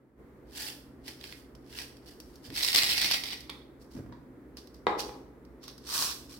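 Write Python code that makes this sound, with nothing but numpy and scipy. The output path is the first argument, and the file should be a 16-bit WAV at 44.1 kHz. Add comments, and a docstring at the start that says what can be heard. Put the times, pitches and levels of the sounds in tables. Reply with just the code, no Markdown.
"""Over low ventilation rumble, small plastic gems roll in a round plastic case as it is turned:
clumps of tiny collisions, a few harder hits and ticks. From 2.5 s it is shaken and the shell rings.
The lid is eased off with dull stick-slip bumps and a hollow pop (4.1 s), then knocks on the table
(4.9 s). The open half is tipped and the gems pour into a palm (5.9 s).
Close stereo microphone in a small, hard-walled room."""
import sys
import numpy as np
from scipy import signal
from scipy.fft import rfft, irfft, next_fast_len
from scipy.io import wavfile
from scipy.ndimage import uniform_filter1d

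SR = 44100
rng = np.random.default_rng(int(sys.argv[2]) if len(sys.argv) > 2 else 0)


def generate_wav(signal):
    """Clip the signal to [-1, 1] and save it as 16-bit WAV at the path in sys.argv[1]."""
    frames = np.transpose(np.atleast_2d(signal))
    scaled = np.clip(frames, -1, 1) * 32767
    pcm = np.round(scaled).astype(np.int16)
    wavfile.write(sys.argv[1], SR, pcm)


N = 281799

# spectrum of light ticks and of gems in the open half: freq_hz, gain_db
OPEN_COLOUR = [(200, -17), (800, -14), (1120, -4), (1300, -7.5), (1600, -11.5), (2200, -16), (2750, -9.5),
               (3700, -7.5), (4500, -4), (5600, -4), (6800, -14.5), (11700, -13.5), (16000, -17)]


def undb(db):
    """Decibels to gain."""
    return 10 ** (np.asarray(db) / 20)


def at_hz(table, hz):
    """Read a table along a logarithmic frequency axis."""
    f, value = np.transpose(table)
    return np.interp(np.log(np.maximum(hz, 1)), np.log(f), value)


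def colour(x, spectrum):
    """Minimum-phase filter with the given spectrum."""
    n = 2 * next_fast_len(x.shape[-1])
    gain = undb(at_hz(spectrum, np.fft.rfftfreq(n, 1 / SR)))
    cepstrum = irfft(np.log(gain), n)
    cepstrum[1:n // 2] *= 2
    cepstrum[n // 2 + 1:] = 0
    return irfft(rfft(x, n) * np.exp(rfft(cepstrum)), n)[..., :x.shape[-1]]


def level(x, rms_db):
    """Set the rms level."""
    return x * undb(rms_db) / np.sqrt(np.mean(x ** 2))


def spread(mid, side):
    """Left and right: alike in the bass, unrelated in the treble."""
    # side against mid: freq_hz, gain_db
    width = [(60, -16), (200, -17), (400, -11), (800, -4.5), (1500, -2), (4000, -.3), (12000, .8)]
    side = colour(side, width)
    return np.array([mid + side, mid - side])


def add(out, start_s, x):
    """Mix a short sound in."""
    i = max(int(start_s * SR), 0)
    part = out[:, i:i + x.shape[-1]]
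    part += x[:, :part.shape[-1]]


def fade(t, t60_s):
    """Exponential decay."""
    return np.exp(-np.log(1000) * t / t60_s)


def ventilation():
    """Air rumble with a wavering hum."""
    # rumble spectrum: freq_hz, gain_db
    air_colour = [(25, -44.5), (36, -8.5), (48, -5.5), (62, 2.5), (100, -14.5), (170, -11), (270, -0.5),
                  (480, -10), (700, -20.5), (1100, -23.5), (2050, -30), (2800, -42), (6000, -50),
                  (16000, -47)]
    # hum tones: pitch_hz, rms_db
    hum = [(64.5, -68), (131, -63.5)]
    # fade-in: time_s, gain_db
    fade_in = [(0, -9), (.16, -10), (.2, 0)]
    t = np.arange(N) / SR
    noise = spread(*rng.standard_normal((2, N)))
    x = level(colour(noise, air_colour), rms_db=-52.3)
    for hz, db in hum:
        waver = np.interp(t, np.linspace(0, t[-1], num=40), rng.standard_normal(size=40))
        x += level(np.sin(2 * np.pi * hz * t + waver) * (1 + 0.27 * waver), db)
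    return x * undb(np.interp(t, *np.transpose(fade_in)))


def gems(moves, spectrum, settle_db_per_s, hits_per_s, scatter_db, clump_db, click_t60_s, size=512):
    """A moving heap gathers speed, flows and settles: tiny collisions of varied strength and pitch."""
    out, t = np.zeros((2, N)), np.arange(size) / SR
    rise_db, facets, count = 26, 64, 1000
    for full_s, rise_s, hold_s, db, _ in moves:
        times = full_s - 1.5 * rise_s + np.cumsum(rng.exponential(size=count)) / hits_per_s
        # one falling gem sets off its neighbours
        clumps = np.repeat(rng.standard_normal(size=count), repeats=8)[:count]
        strength = undb(scatter_db * rng.standard_normal(count) + clump_db * clumps)
        # collisions close in time share the heap's energy
        strength /= np.sqrt(uniform_filter1d(strength ** 2, size=31))
        age_s = times - full_s
        flow_db = rise_db * np.minimum(age_s, 0) / rise_s
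        flow_db -= settle_db_per_s * np.maximum(age_s - hold_s, 0)
        strength *= undb(db + flow_db) * np.sqrt(SR / hits_per_s)
        pitch_hz = rng.uniform(1533, 9000, size=(facets, 1, 1))
        tone = np.sin(2 * np.pi * (pitch_hz * t + rng.random(size=(facets, 2, 1))))
        clicks = (rng.standard_normal(size=(facets, 2, size)) + 0.68 * tone) * fade(t, click_t60_s)
        clicks /= np.sqrt(np.sum(clicks ** 2, axis=-1, keepdims=True))
        moving = flow_db > -50
        for start_s, gain, k in zip(times[moving], strength[moving], rng.integers(facets, size=count)):
            add(out, start_s, gain * clicks[k])
    # the shell sounds below 6.3 kHz; above it facets scrape, at scrape_db relative to the shell
    x = colour(out, spectrum)
    shell = signal.sosfiltfilt(signal.butter(8, 6300, fs=SR, output="sos"), x)
    scrape = x - shell
    full_s, _, hold_s, _, scrape_db = np.transpose(moves)
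    edges_s = np.column_stack([full_s, full_s + hold_s]).ravel()
    scrape *= undb(np.interp(np.arange(N) / SR, edges_s, np.repeat(scrape_db, 2))) / scrape.std()
    return spread(*(shell / shell.std() + scrape) * out.std())


def contact(spectrum, crack_t60_s, body_t60_s, body_db, push_db=9, size=16384):
    """One impact, peak near 1: a push, a crack and the body's brief, dense ring."""
    t = np.arange(size) / SR
    envelope = fade(t, crack_t60_s) + undb(body_db) * fade(t, body_t60_s)
    x = spread(*rng.standard_normal((2, size)) * envelope)
    x[:, 0] += undb(push_db)  # same in both channels
    x = colour(x, spectrum)
    power = uniform_filter1d(np.mean(x ** 2, axis=0), size=96)
    return x / np.sqrt(4 * power.max())


def ring(modes, size=16384):
    """Damped modes, each reaching the two microphones with its own lags."""
    t = np.arange(size) / SR
    lags_s = rng.uniform(0, .0002, (len(modes), 2, 1))
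    return sum(undb(db) * fade(t, t60_s) * np.sin(2 * np.pi * hz * np.maximum(t - lag_s, 0))
               for (hz, db, t60_s), lag_s in zip(modes, lags_s))


def strikes(hits, spectrum, treble_db, ring_db, bounce_s, bounce_db, **decay):
    """Single gems hit, ring briefly and fall back on another facet."""
    # modes of one gem: pitch_hz, level_db, t60_s
    gem_modes = [(4460, -21, 0.035), (4560, -20.5, .03), (5000, -19.5, 0.033), (5440, -21, 0.07)]
    out = np.zeros((2, N))
    shelf = [(3100, 0), (6520, treble_db)]
    for start_s, db in hits:
        for delay_s, drop_db in (0, 0), (bounce_s * rng.uniform(0.46, 2), bounce_db):
            hit = contact(spectrum, size=4096, **decay) + undb(ring_db) * ring(gem_modes, size=4096)
            add(out, start_s + delay_s, undb(db + drop_db) * colour(hit, shelf))
    return out


def closed_case():
    """Gems roll, then rattle; thrown against the wall, they ring the hollow shell."""
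    # turns of the case: full_flow_s, rise_s, hold_s, level_db, scrape_db
    rolls = [(0.576, .08, 0.11, -45, -2.5), (1.08, .05, 0.0038, -48, -5), (1.225, 0.061, 0.094, -55.5, -5),
             (1.37, 0.041, 0.031, -68, 0.5), (1.785, 0.12, 0.024, -45.5, -5),
             (2.08, .07, 0.022, -57.5, -2.5), (2.21, 0.12, 0.17, -73, -0.5),
             (2.452, 0.036, 0.0039, -53, -4.5)]
    # rolling spectrum: freq_hz, gain_db
    roll_colour = [(200, -16.5), (500, -16.5), (820, -1.5), (1150, -12), (1700, -1.5), (2300, -7),
                   (3000, -1.5), (3800, -4.5), (4800, 1.5), (5700, -3.5), (6500, -12), (10500, -8.5),
                   (16000, -12)]
    # larger gems hitting the wall: start_s, level_db
    hits = [(0.687, -32), (1.08, -26), (1.2115, -32.5), (1.2403, -27.5), (1.3251, -29.5), (1.727, -35.5),
            (1.7873, -22), (2.5027, -31), (2.608, -18), (2.7496, -15), (2.7587, -15), (2.788, -11),
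            (2.8345, -9.5), (2.891, -16), (2.9133, -26), (2.9786, -13.5), (3.029, -16), (3.0449, -10.5),
            (3.1113, -12.5), (3.1435, -13.5), (3.2366, -19.5), (3.3313, -20.5), (3.499, -24)]
    # shake strokes: full_flow_s, hold_s, level_db, scrape_db
    shakes = [(2.567, 0.026, -37, -6), (2.636, 0.049, -32, -4.5), (2.751, 0.027, -26, -7),
              (2.828, .02, -29, -7.5), (2.902, 0.02, -30, -7.5), (2.977, 0.082, -32, -8.5),
              (3.115, 0.022, -31, -9), (3.246, 0.032, -44.5, -7), (3.318, 0.0089, -40.5, -12.5)]
    # spectrum of hits and strokes: freq_hz, gain_db
    rattle_colour = [(200, -14.5), (500, -16), (850, -12.5), (1300, -14), (1700, -10), (2000, -2.5),
                     (3000, -5.5), (4500, 0), (5500, -2.5), (6400, -15), (8200, -13), (11700, -13),
                     (16000, -15)]
    # shell modes: pitch_hz, level_db, t60_s
    case_modes = [(830, -29, .18), (1926, -21, .15), (2148, -24, .15), (2427, -24, .15), (2560, -22, .15)]
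    rolling = gems(rolls, roll_colour, settle_db_per_s=301.5, hits_per_s=1100,
                   scatter_db=0.5, clump_db=-0.5, click_t60_s=0.019)
    rise_s = 0.06
    strokes = [(full_s, rise_s, *rest) for full_s, *rest in shakes]
    rattle = gems(strokes, rattle_colour, settle_db_per_s=309.5, hits_per_s=650,
                  scatter_db=3.5, clump_db=0, click_t60_s=0.015)
    rattle += strikes(hits, rattle_colour, treble_db=-7, ring_db=-6.5, bounce_s=0.002, bounce_db=-7.5,
                      crack_t60_s=0.0097, body_t60_s=0.035, body_db=-21)
    shell = signal.fftconvolve(rattle, ring(case_modes), axes=1)[:, :N]
    return rolling + rattle + undb(-24.5) * shell


def ticks():
    """Gems and fingernails tap the shell lightly."""
    # taps: start_s, level_db
    taps = [(1.5513, -46.5), (1.969, -46), (2.2015, -36), (2.3568, -44), (3.241, -28.5), (3.4062, -36.5),
            (4.5702, -36.5), (4.6727, -45.5), (4.744, -47), (5.4508, -54.5), (5.68, -32.5), (5.7798, -41),
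            (6.0238, -19), (6.044, -35)]
    return strikes(taps, OPEN_COLOUR, treble_db=0.5, ring_db=4.5, bounce_s=0.0026, bounce_db=-9,
                   crack_t60_s=0.005, body_t60_s=0.032, body_db=-2.5)


def stick_slip(slips=4, growth_db=0.5):
    """Grip or rim sticks and slips on the hollow case: short runs of dull bumps."""
    # runs: start_s, length_s, level_db
    rubs = [(2.475, 0.056, -37.5), (3.947, 0.048, -30.5), (4.027, 0.11, -39.5)]
    # bump spectrum: freq_hz, gain_db
    bump_colour = [(40, -11.5), (90, -3), (128, -2), (180, -11), (265, 2), (400, -14), (700, -26),
                   (1500, -34), (5000, -57.5)]
    out = np.zeros((2, N))
    for start_s, length_s, db in rubs:
        for k in range(slips):
            bump = contact(bump_colour, crack_t60_s=0.083, body_t60_s=0.22, body_db=-14, size=8192)
            delay_s = length_s * (k + rng.uniform(0, .5)) / slips
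            add(out, start_s + delay_s, undb(db + k * growth_db) * bump)
    return out


def lid(pop_s=4.124, pop_db=-41):
    """The lid clicks loose, pops off, lands on the table and rocks."""
    # knocks: start_s, level_db, treble_db
    knocks = [(3.4954, -33, 14.5), (4.8685, -8, 2), (4.8709, -19.5, -10.5), (4.8781, -21.5, -17),
              (5.0936, -31, 2)]
    # knock spectrum: freq_hz, gain_db
    knock_colour = [(80, -53), (190, -0.5), (300, 0), (450, 4.5), (650, -2), (850, 3.5), (1260, 0),
                    (1450, -9.5), (2150, -7.5), (2900, -22), (3900, -15), (5000, -29.5), (8000, -39.5),
                    (16000, -54)]
    # modes of the lid on the table: pitch_hz, level_db, t60_s
    lid_modes = [(319, -23, .28), (404, -29, .3), (432, -27, .35), (640, -28, .3), (832, -12, .2),
                 (942, -22, .14), (1131, -19, .14), (1218, -22, .14), (1275, -21, .14), (2223, -29, .2),
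                 (3900, -22, .02)]
    # hollow pop as the halves part: freq_hz, gain_db
    pop_colour = [(200, -18), (780, -19), (960, 11.5), (1090, -2), (1350, -16), (1850, -4), (2700, -22),
                  (4100, -14), (6000, -26), (16000, -65)]
    out = np.zeros((2, N))
    pop = contact(pop_colour, crack_t60_s=0.037, body_t60_s=0.045, body_db=-10)
    add(out, pop_s, undb(pop_db) * pop)
    for start_s, db, treble_db in knocks:
        knock = contact(knock_colour, crack_t60_s=0.0085, body_t60_s=0.025, body_db=-12, push_db=17)
        knock += undb(-10) * ring(lid_modes)
        shelf = [(1950, 0), (3400, treble_db)]  # sharp unlatching click, duller bounces on the table
        add(out, start_s, undb(db) * colour(knock, shelf))
    return out


def open_case():
    """Gems shift in the open half, then pour over its rim."""
    # slides: full_flow_s, rise_s, hold_s, level_db, scrape_db
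    slides = [(3.815, 0.028, 0.0066, -68.5, 0.5), (3.915, 0.024, 0.067, -66.5, -1.5),
              (4.572, 0.01, .004, -54.5, -8), (4.744, 0.011, 0.0055, -68, -5),
              (4.992, 0.015, 0.0026, -37.5, -5), (5.025, 0.018, 0.0049, -63, -7),
              (5.635, 0.026, 0.011, -55, -6), (5.681, .02, 0.0054, -52, -15),
              (5.88, .045, 0.055, -45.5, -3), (5.94, 0.091, 0.12, -37, -0.5),
              (6.095, 0.036, 0.0097, -40, -6.5), (6.297, 0.017, 0.059, -57, -2)]
    return gems(slides, OPEN_COLOUR, settle_db_per_s=328, hits_per_s=1500,
                scatter_db=3, clump_db=1, click_t60_s=0.015)


def room(x, gap_s=0.0025, size=32768):
    """Diffuse echoes from hard walls; the treble dies first."""
    # reverberation time: freq_hz, t60_s
    room_t60 = [(150, 1), (400, 0.95), (1000, 0.55), (5000, 0.45), (15000, 0.48)]
    noise = spread(*rng.standard_normal((2, size)))
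    hz, t, cells = signal.stft(noise, SR, nperseg=256)
    cells *= fade(t, at_hz(room_t60, hz)[:, None])
    tail = signal.istft(cells, SR)[1][:, :size]
    tail *= np.clip(np.arange(size) / SR / gap_s - .5, 0, 1)
    tail /= np.sqrt(np.sum(tail ** 2, axis=1, keepdims=True))
    return signal.fftconvolve(x, tail, axes=1)[:, :N]


def scene():
    """The case is near the microphone; the lid stirs the room more."""
    near = ticks() + closed_case() + open_case() + stick_slip()
    knocks = lid()
    echoes = room(undb(-5.5) * near + undb(0.5) * knocks)
    return near + knocks + echoes + ventilation()


def record(dry):
    """Each microphone has its own colour; the deepest bass and the top are cut."""
    # left minus right: freq_hz, gain_db
    balance = [(60, -3.5), (200, 1), (380, -2), (750, 1.5), (2400, -1), (4400, -5), (8000, 0.5),
               (15000, -1)]
    low_hz, top_hz = 38, 15900
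    pair = [colour(x, [(hz, sign * db / 2) for hz, db in balance]) for x, sign in zip(dry, (1, -1))]
    pair = signal.sosfilt(signal.butter(4, low_hz, "high", fs=SR, output="sos"), pair)
    return signal.sosfilt(signal.ellip(12, .1, 80, top_hz, fs=SR, output="sos"), pair)


dry = scene()
out = record(dry)
generate_wav(out)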